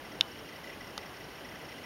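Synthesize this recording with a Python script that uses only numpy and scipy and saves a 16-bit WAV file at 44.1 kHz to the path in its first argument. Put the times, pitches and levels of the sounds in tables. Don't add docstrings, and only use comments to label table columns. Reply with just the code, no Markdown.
import sys
import numpy as np
from scipy import signal
from scipy.fft import rfft, irfft
from scipy.io import wavfile
from scipy.ndimage import uniform_filter1d

SR = 44100
rng = np.random.default_rng(int(sys.argv[2]) if len(sys.argv) > 2 else 0)


def wav_record(signal):
    frames = np.transpose(np.atleast_2d(signal))
    bounded = np.clip(frames, -1, 1)
    quanta = np.round(bounded * 32767).astype(np.int16)
    wavfile.write(sys.argv[1], SR, quanta)


N = 81585

# pitch_hz [Hz], density_db [dB per Hz]
WHIR_SPECTRUM = [(20, -35), (40, -6), (70, -5), (140, -2.5), (300, -1), (600, -3), (1250, -8), (1750, -8.5),
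                 (2400, -12), (3000, -8.5), (3650, -17), (4700, -18), (6000, -22.5), (7200, -24.5),
                 (9000, -22.5), (11000, -28.5), (12500, -29.5), (14500, -28.5), (15700, -30)]
# pitch_hz [Hz], level_db [dB rms]
WHINE_TONES = [(298, -67), (1535, -66), (1670, -71), (1992, -72), (2160, -70), (6480, -76.5), (8099, -78),
               (9720, -82), (10440, -85), (11880, -84), (12959, -70), (15734, -84)]
# middle_s [s], low_ring_db [dB on ARM_LOW_DB], high_ring_db [dB on ARM_HIGH_DB]
ARM_SEEKS = [(0.057, -1, 0), (0.121, -4, 0.5), (.154, -3.5, -5), (.283, -6, 0), (0.319, -7, 3),
             (0.361, -3, -5), (.393, -6, 2), (.460, -7, -4), (0.492, -2, 0.5), (0.53, 2.5, -5),
             (0.565, -0.5, 0), (.645, 3, -1), (0.677, 2, -1), (.702, 4.5, -0.5), (0.736, -1, -1.5),
             (.814, 4, 1.5), (.846, -2, -3), (0.876, 0.5, 1), (0.904, -3, 0), (0.991, -0.5, -8),
             (1.014, -7, 0), (1.032, 0, -3), (1.063, -1.5, 1), (1.147, -1.5, -2), (1.170, -5, 2),
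             (1.21, 0, 0), (1.245, -3, 0.5), (1.311, -4.5, -1), (1.359, -5, 0.5), (1.392, -3, -4.5),
             (1.453, 2, 2), (1.492, -3, 0.5), (1.522, 0, -5), (1.557, -0.5, 0), (1.616, -4, -2),
             (1.654, -3, 2), (1.691, -0.5, 2), (1.724, -1, -2), (1.788, 0, -0.5), (1.842, 2, 3.5)]
# [dB, relative]
ARM_LOW_RESONANCES = [(1990, 79, 7), (2380, 320, -1), (2950, 620, -3.5)]
ARM_HIGH_RESONANCES = [(5430, 400, -5), (5522, 290, -2)]
# start_s [s], level_db [dB], hardness [0 a dull knock, 1 a hard snap]
ARM_BLOWS = [(0.2098, -0.2, 0.98), (.9783, -20.5, 0)]
# [dB, relative]
CASE_RING_MODES = [(500, 0.0083, -34, -11), (835, 0.0041, -26, 4.5), (1183, 0.0099, -34, -3.5),
                   (1730, 0.013, -28.5, -26), (2000, 0.0065, -18.5, -19), (2435, 0.0057, -19.4, -25),
                   (3080, 0.0081, -8.5, -4), (3600, .018, -28, -10.5), (3680, 0.004, 5, -9),
                   (4446, 0.0047, -6, -3), (4930, 0.0022, 4, 15), (5560, 0.009, -45, -5.5),
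                   (6070, .0018, -2.5, 14.5), (6960, .0078, -37.3, -20.6), (9540, 0.0072, -44, -12.5),
                   (10650, 0.0034, -29.5, -7.4), (14400, .0028, -26, -10.7)]

WHIR_DB, WHIR_PATCH_DB, HISS_TOP_HZ = -46.5, 1.0, 15790
WHINE_WAVER_HZ, WHINE_FLUTTER = 1.5, 0.11
SERVO_HZ, SERVO_WIDTH_HZ, SERVO_DB = 5550, 120, -69.5
SERVO_FLUTTER_DB, SERVO_FLUTTER_WIDTH_HZ = 0.5, 70
SEEK_S, ARM_LOW_DB, ARM_HIGH_DB = 0.024, -48.5, -55
LONG_RING_HZ, LONG_RING_DB, LONG_RING_T60_S = 2980, -50, 0.42
SNAP_RISE_S, KNOCK_RISE_S = 0.00027, 0.00052
ROOM_DB, ROOM_T60_S = -32, 0.067
NOTCH_HZ, NOTCH_WIDTH_HZ, EDGE_HZ = 7870, 1900, 16600


def amp(db):
    return 10 ** (np.asarray(db) / 20)


def unit(x):
    return x / np.sqrt(np.mean(x ** 2) + 1e-20)


def add(mix, start_s, sound):
    part = mix[max(round(start_s * SR), 0):][:len(sound)]
    part += sound[:len(part)]


def band_noise(hz, width_hz):
    f = np.fft.rfftfreq(N, 1 / SR)
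    offset = (f - hz) / width_hz * 2
    response = 1 / (1 + offset ** 4) ** 0.5
    return unit(irfft(rfft(rng.standard_normal(N)) * response, N))


def whir():
    z = signal.stft(rng.standard_normal(N), nperseg=512)[2]
    patches = uniform_filter1d(rng.standard_normal(z.shape), size=9, axis=0)
    patches = unit(uniform_filter1d(patches, size=8, axis=1))
    air = signal.istft(z * amp(WHIR_PATCH_DB * patches), nperseg=512)[1][:N]

    f = np.fft.rfftfreq(N, 1 / SR)
    hz, db = np.transpose(WHIR_SPECTRUM)
    colour = amp(np.interp(np.log(f + 1), np.log(hz), db))
    colour = colour * (f < HISS_TOP_HZ)
    return amp(WHIR_DB) * unit(irfft(rfft(air, N) * colour, N))


def whine():
    out = np.zeros(N)
    for hz, db in WHINE_TONES:
        pitch_hz = hz + WHINE_WAVER_HZ * band_noise(0, width_hz=13.6)
        turns = np.cumsum(pitch_hz) / SR
        level = 1 + WHINE_FLUTTER * band_noise(0, width_hz=19)
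        out += amp(db) * unit(np.sin(2 * np.pi * turns) * level)
    return out


def servo():
    flutter = amp(SERVO_FLUTTER_DB * band_noise(0, SERVO_FLUTTER_WIDTH_HZ))
    return amp(SERVO_DB) * unit(flutter * band_noise(SERVO_HZ, SERVO_WIDTH_HZ))


def arm_ring(resonances, level_db, column):
    out = np.zeros(N)
    swell = np.hanning(int(SEEK_S * SR))
    swell_rms = np.sqrt(np.mean(swell ** 2))
    ring = sum(amp(db) * band_noise(hz, width) for hz, width, db in resonances)
    ring = np.tile(ring, 2)
    for seek in ARM_SEEKS:
        start_s = seek[0] - SEEK_S / 2
        stretch = ring[round(start_s * SR):][:len(swell)]
        burst = unit(swell * stretch) * swell_rms
        add(out, start_s, amp(level_db + seek[column]) * burst)
    return out


def seeks():
    low = arm_ring(ARM_LOW_RESONANCES, ARM_LOW_DB, column=1)
    high = arm_ring(ARM_HIGH_RESONANCES, ARM_HIGH_DB, column=2)
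    return low + high


def dying_partial(t, hz, t60_s):
    return np.exp(-np.log(1000) * t / t60_s) * np.sin(2 * np.pi * hz * t)


def clicks():
    out = np.zeros(N)
    t = np.arange(SR // 2) / SR
    for start_s, level_db, hardness in ARM_BLOWS:
        ring = amp(LONG_RING_DB) * dying_partial(t, LONG_RING_HZ, LONG_RING_T60_S)
        for hz, t60_s, snap_db, knock_db in CASE_RING_MODES:
            mode_db = knock_db + hardness * (snap_db - knock_db)
            ring += amp(mode_db) * dying_partial(t, hz, t60_s)
        rise_s = KNOCK_RISE_S + hardness * (SNAP_RISE_S - KNOCK_RISE_S)
        onset = 1 - np.exp(-(t / rise_s) ** 2)
        add(out, start_s, -amp(level_db) * ring * onset)
    return out


def room(x):
    t = np.arange(SR // 3) / SR
    decay = np.exp(-np.log(1000) * t / ROOM_T60_S)
    tail = rng.standard_normal(len(t)) * decay * (t > 0.003)
    tail = tail / np.linalg.norm(tail)
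    return amp(ROOM_DB) * signal.fftconvolve(x, tail)[:N]


def scene():
    running = whir() + whine() + servo() + seeks()
    blows = clicks()
    return (running + blows + room(blows))[None]


def record(dry):
    b, a = signal.iirnotch(NOTCH_HZ, NOTCH_HZ / NOTCH_WIDTH_HZ, SR)
    notched = signal.lfilter(b, a, dry)
    band_limit = signal.firwin(511, EDGE_HZ, window=("kaiser", 9), fs=SR)
    return signal.oaconvolve(notched, band_limit[None], "same")


dry = scene()
out = record(dry)
wav_record(out)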